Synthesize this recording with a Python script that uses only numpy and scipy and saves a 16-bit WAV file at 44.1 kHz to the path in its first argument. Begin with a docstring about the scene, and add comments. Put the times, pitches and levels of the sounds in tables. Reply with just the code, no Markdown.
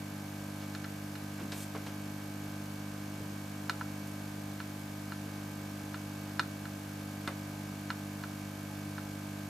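"""Soldering at a bench

A mains transformer hums and buzzes over the hiss of the room and the microphone: steady tones over shaped noise.
The iron's tip ticks against the pins of a chip and the circuit board rings briefly: fading sine waves.
The bench takes a few soft bumps as the hands shift, the tip and the solder wire scuff, and the iron clinks once:
short bands of noise and a few more fading sines. A spot of flux fizzes once, as noise broken into tiny spurts."""
import sys
import numpy as np
from scipy import signal
from scipy.fft import rfft, irfft
from scipy.io import wavfile

SR = 44100
rng = np.random.default_rng(int(sys.argv[2]) if len(sys.argv) > 2 else 0)


def log_audio(samples):
    """Write samples as a 16-bit WAV file to the path given in sys.argv[1]."""
    # one column per channel
    frames = np.atleast_2d(samples).T
    # limit to full scale, then quantise
    limited = np.clip(frames, -1, 1)
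    pcm = np.round(limited * 32767).astype(np.int16)
    wavfile.write(sys.argv[1], SR, pcm)


N = 418509
T = np.arange(N) / SR  # time in seconds
HZ = np.fft.rfftfreq(N, 1 / SR)  # the frequencies that make up a sound of full length

MAINS_HZ = 50.051
PULSE_S = 0.00776  # time of the first pulse of the transformer's core

# Touches of the iron's tip on the pins. Each row: start in seconds, level in dB rms over the first 10 ms
# (before it is shared between the channels), top of the band that the blow excites in Hz.
TAPS = [(0.7492, -43, 8000), (0.843, -45, 4500), (0.848, -47, 2400), (1.154, -47, 9000),
        (3.6957, -29, 7500), (3.811, -36, 1400), (4.602, -40.5, 3500), (5.1206, -41, 3400),
        (5.943, -41, 3900), (6.3945, -25.5, 5740), (6.6546, -45, 4500), (7.2755, -36, 9000),
        (7.903, -33, 4300), (8.237, -40.5, 3500), (8.981, -42, 2500)]


def amp(db):
    """Turns decibels into a plain multiplier."""
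    return 10 ** (np.asarray(db) / 20)


def evened(x):
    """Scales a signal to an rms level of 1."""
    return x / np.sqrt(np.mean(x ** 2) + 1e-20)


def read(points, hz):
    """Reads between the points of a table, with frequency on a logarithmic axis as the ear hears it."""
    f, value = np.transpose(points)
    return np.interp(np.log(hz + 1), np.log(f + 1), value)


def add(mix, s, sound):
    """Adds a sound to the mix at time s in seconds, cut off at the end of the mix."""
    part = mix[..., round(s * SR):][..., :sound.shape[-1]]
    part += sound[..., :part.shape[-1]]


def noise(gain, size=N):
    """White noise coloured by a gain for each frequency."""
    return irfft(rfft(rng.standard_normal(size)) * gain, size)


def noise_band(centre_hz, octaves, size=N):
    """Noise gathered around one pitch, fading off smoothly to both sides."""
    hz = np.fft.rfftfreq(size, 1 / SR)
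    distance = np.log2((hz + 1) / centre_hz) / octaves
    return noise(np.exp(-.5 * distance ** 2), size)


def ringing(modes, t):
    """A struck object: each mode is a sine wave that dies away at its own rate."""
    return sum(amp(db - 60 * t / t60) * np.sin(2 * np.pi * hz * t) for hz, db, t60 in modes)


def air(swell_db=0.04):
    """Steady hiss with a soft low rumble, common to both channels in the bass."""
    # Colour of the hiss. Each row: frequency in Hz, level in dB per Hz.
    hiss_colour = [(10, -92), (60, -85), (120, -82), (200, -77), (290, -77.5), (380, -83), (700, -84.3),
                   (1100, -86.4), (1600, -87.4), (2000, -90.3), (3300, -93), (6500, -96), (9000, -99.5),
                   (12200, -97.5), (14800, -100.5)]
    # Likeness of the two channels. Each row: frequency in Hz, likeness from 0 to 1.
    likeness = [(130, 1.0), (290, 0.98), (420, 0.18), (1400, 0.11), (4000, 0.13), (6500, 0.39),
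                (11000, 0.23), (11600, 1)]
    # Thin rings in the hiss. Each row: frequency in Hz, width in Hz, height in dB above the hiss.
    whines = [(846, 11, 12), (1340, 26, 3), (2263, 36, 3), (6000, 67, 4), (8510, 37, 1), (9380, 48, 9.5),
              (10160, 64, 8.5), (11660, 50, 5.5)]
    level_db = read(hiss_colour, HZ)
    for hz, width, db in whines:
        level_db = level_db + db / (1 + (2 * (HZ - hz) / width) ** 2)
    gain = amp(level_db) * np.sqrt(SR / 2)  # from a level per Hz to a gain on white noise
    same = np.clip(read(likeness, HZ), 0, 1)
    mid = noise(gain * np.sqrt((1 + same) / 2))
    side = noise(gain * np.sqrt((1 - same) / 2))
    slow_swell = amp(swell_db * evened(noise(np.exp(-HZ / 10))))
    return np.array([mid + side, mid - side]) * slow_swell


def transformer(waver_db=0.33, spread=0.46, size=4096, count=180):
    """One mains cycle, repeated: a round pulse of the core and the thin buzz of its case."""
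    # The core's pulse. Each row: multiple of the mains frequency, level in dB rms.
    hum = [(1, -74), (2, -48.4), (3, -50.2), (4, -47.2), (5, -56), (6, -48.1)]
    # How well the case radiates the overtones. Each row: frequency in Hz,
    # level of each overtone in dB rms before the uneven part is added.
    buzz = [(350, -80.5), (500, -74.5), (600, -65.5), (750, -66), (950, -73), (1450, -78), (1600, -68.5),
            (1700, -70), (1900, -81), (2600, -78.5), (3900, -85), (7000, -83.5), (9000, -93)]
    # Overtones that meet a resonance of the case and stand out.
    # Each row: multiple of the mains frequency, level in dB rms.
    resonant = [(9, -65), (11, -63.5), (13, -63), (20, -68), (21, -67), (24, -67), (25, -67), (31, -62),
                (45, -64.5), (48, -74), (51, -72.5), (54, -74), (89, -74), (91, -76)]
    # the overtones grow more uneven towards the treble
    uneven_db, uneven_hz = 5.5, 2500
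    # the case is nearer the right channel, which shows most in the middle range
    pan_limit_db, centred_below_hz = -5, 850

    order = np.arange(count)
    hz = order * MAINS_HZ
    treble = hz ** 2 / (hz ** 2 + uneven_hz ** 2)
    above_bass = hz ** 2 / (hz ** 2 + centred_below_hz ** 2)
    level_db = read(buzz, hz) + uneven_db * treble * rng.uniform(-0.81, 1, count)
    pan_db = pan_limit_db * (1 - treble) * above_bass
    for k, db in resonant:
        level_db[k] = db

    # the buzz reaches each channel by many paths; the low hum arrives in step
    phase = 2 * np.pi * rng.random(count) + spread * (rng.random((2, count)) - .5) * 2
    for k, db in hum:
        level_db[k], phase[:, k] = db, 0
    channels = amp(np.array([pan_db, -pan_db]) / 2) * np.exp(1j * phase)
    channels = channels / abs(channels.mean(0))
    overtones = amp(level_db) * channels * (order > 0)  # order 0 is a constant, not a tone

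    cycles = irfft(overtones, size) * size / np.sqrt(2)
    place = (T - PULSE_S) * MAINS_HZ % 1 * size
    repeated = np.array([np.interp(place, np.arange(size), cycle, period=size) for cycle in cycles])
    waver = amp(waver_db * evened(noise(np.exp(-HZ / 3))))
    return waver * repeated


def sputter(db=-62.5, centre_hz=6200, octaves=1.0, flare_at=0.69, flare_width=0.14):
    """A faint electrical hiss that flares late in every mains cycle, counted from the core's pulse."""
    cycle = (T - PULSE_S) * MAINS_HZ % 1
    flare = np.exp(-.5 * ((cycle - flare_at) / flare_width) ** 2)
    return amp(db) * evened(noise_band(centre_hz, octaves) * flare)


def room(x, gap_s=0.0027, size=12000):
    """Dense reflections from the bench and nearby walls, different in each channel."""
    # How long the echoes last. Each row: frequency in Hz, time to fall by 60 dB in seconds.
    echo_t60 = [(300, 0.043), (1500, 0.18), (4000, 0.19), (12000, 0.058)]
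    signs = rng.choice([-1., 1.], (2, size))
    chosen = rng.random((2, size)) < .1  # a tenth of the moments carry an echo
    echoes = signs * chosen * (np.arange(size) > gap_s * SR)
    # each frequency dies away at its own rate
    hz, t, z = signal.stft(echoes, SR, nperseg=128)
    z = z * amp(-60 * t / read(echo_t60, hz)[:, None])
    tail = signal.istft(z, SR)[1]
    tail = tail / np.linalg.norm(tail, axis=1, keepdims=True)
    return signal.fftconvolve(x, tail, axes=1)[:, :N]


def swell(centre_hz, octaves, rise, t60, size=16384):
    """A contact with no clear ring: a band of noise that rises and dies quickly."""
    t = np.arange(size) / SR
    body = evened(noise_band(centre_hz, octaves, size))
    return body * np.minimum(t / rise, 1) * amp(-60 * np.maximum(t - rise, 0) / t60)


def bench():
    """The bench thuds under knocks and, faintly, under every tap; a harder blow is wider and quicker."""
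    # Knocks of hands and tools. Each row: start in seconds, level in dB rms before the rise and fade,
    # centre in Hz, spread in octaves (wider is harder).
    knocks = [(1.408, -34.5, 210, .6), (1.52, -46, 500, 1.3), (1.7475, -38.5, 380, 1.55),
              (1.862, -41.5, 260, 2.2), (3.203, -42.5, 130, 1.15), (7.275, -37, 520, 1.35),
              (8.838, -47, 250, .6)]
    thud_db, thud_hz, thud_octaves = -18.5, 250, 0.75  # dB relative to the tap's own level
    rise_s, t60 = 0.007, 0.17  # the rise is that of a knock one octave wide
    out = np.zeros(N)
    thuds = [(s, db + thud_db, thud_hz, thud_octaves) for s, db, _ in TAPS]
    for s, db, centre_hz, octaves in list(knocks) + thuds:
        add(out, s, amp(db) * swell(centre_hz, octaves, rise_s / octaves, t60))
    return out


def scuffs():
    """The tip and the solder wire brush over the pins: soft bands of noise, lingering when slow."""
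    # Each row: start in seconds, level in dB rms before the rise and fade, centre in Hz, rise in seconds.
    brushes = [(0.312, -55, 1600, .015), (.57, -56, 2700, .055), (1.372, -50, 1200, 0.031),
               (1.519, -40, 2500, 0.0014), (4.07, -51, 10000, .003)]
    octaves, shortest_t60, linger = 1, 0.1, 2.5  # t60 grows by this many rise times
    out = np.zeros(N)
    for s, db, centre_hz, rise in brushes:
        add(out, s, amp(db) * swell(centre_hz, octaves, rise, shortest_t60 + linger * rise))
    return out


def clink(start_s=7.276, db=-33, size=8000):
    """The iron's metal clinks once as it lands: its own short ring."""
    # Each row: frequency in Hz, level in dB relative to the clink's, time to fall by 60 dB in seconds.
    metal = [(307, -4, 0.11), (1150, -3, .06), (2035, -7, 0.054), (3620, -1.5, .028), (8500, -15, 0.065)]
    out = np.zeros(N)
    add(out, start_s, amp(db) * ringing(metal, np.arange(size) / SR))
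    return out


def flux(start_s=1.535, end_s=1.633, end_db=-45.5, grain_db=2):
    """Flux boils harder and harder until it is spent: a bright hiss in tiny spurts that grows and stops."""
    # Colour of the fizz. Each row: frequency in Hz, relative level in dB per Hz.
    colour = [(500, -13), (2500, 2), (5000, 1), (8000, 6), (11000, 0), (15000, 0)]
    grow_db_per_s, edge_db_per_s = 65, 550  # the edge makes the quick start and stop
    outside_s = abs(T - np.clip(T, start_s, end_s))
    level_db = end_db - grow_db_per_s * np.maximum(end_s - T, 0) - edge_db_per_s * outside_s
    spurts = amp(grain_db * evened(noise(np.exp(-HZ / 300))))
    fizz = evened(spurts * noise(amp(read(colour, HZ))))
    return amp(np.maximum(level_db, -200)) * fizz


def taps(crack_db=-12, crack_t60=0.059, contact_s=0.00044, size=6000):
    """Each touch rings the board's modes; a harder touch reaches the higher ones."""
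    # The board under the tip. Each row: frequency in Hz, relative level in dB, time to fall by 60 dB in seconds.
    board = [(880, -24, 0.036), (1009, -2, 0.027), (1367, -4.5, 0.061), (1502, 3, 0.02),
             (1657, -1.5, 0.018), (1930, -17, 0.04), (2130, -22, .035), (2440, -13.5, 0.044),
             (2847, -8.5, 0.025), (3690, -14.5, 0.043), (4190, 0, .013), (5090, -7, 0.017),
             (6630, -13, 0.016), (7400, -23, .02), (10000, -27, 0.009), (11100, -10, .007)]
    # the iron moves from the chip's far row of pins to the near row, where the board rings lower
    row_change_s, far_row_low_hz, near_row_low_hz = 2, 1520, 820
    pan_db = -0.9  # left channel against right
    t, out = np.arange(size) / SR, np.zeros((2, N))
    ring = ringing(board, t)
    for s, db, top_hz in TAPS:
        crack = amp(crack_db - 60 * t / crack_t60) * rng.standard_normal(size)
        tap = (ring + crack) * (1 - np.exp(-t / contact_s))
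        # so small a board radiates little bass
        low_hz = far_row_low_hz if s < row_change_s else near_row_low_hz
        tap = signal.lfilter(*signal.butter(4, low_hz, "high", fs=SR), tap)
        tap = signal.lfilter(*signal.butter(2, min(top_hz, SR / 2 - 1000), fs=SR), tap)
        tap = tap / np.std(tap[t < .01])
        add(out, s, amp([[db + pan_db / 2], [db - pan_db / 2]]) * tap)
    return out


def scene(room_db=-13, bump_room_db=-14):
    """The work on the board, close by and with its echoes, over the hum and hiss."""
    ticks = taps()
    handling = bench() + scuffs() + clink() + flux()
    echo = room(amp(room_db) * ticks + amp(bump_room_db) * handling)
    return ticks + handling + echo + transformer() + sputter() + air()


def record(dry, edge_hz=14900):
    """A steep low-pass filter removes the treble above the edge."""
    lowpass = signal.firwin(1023, edge_hz, window=("kaiser", 9), fs=SR)
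    return signal.oaconvolve(dry, lowpass[None], "same", axes=1)


dry = scene()
out = record(dry)
log_audio(out)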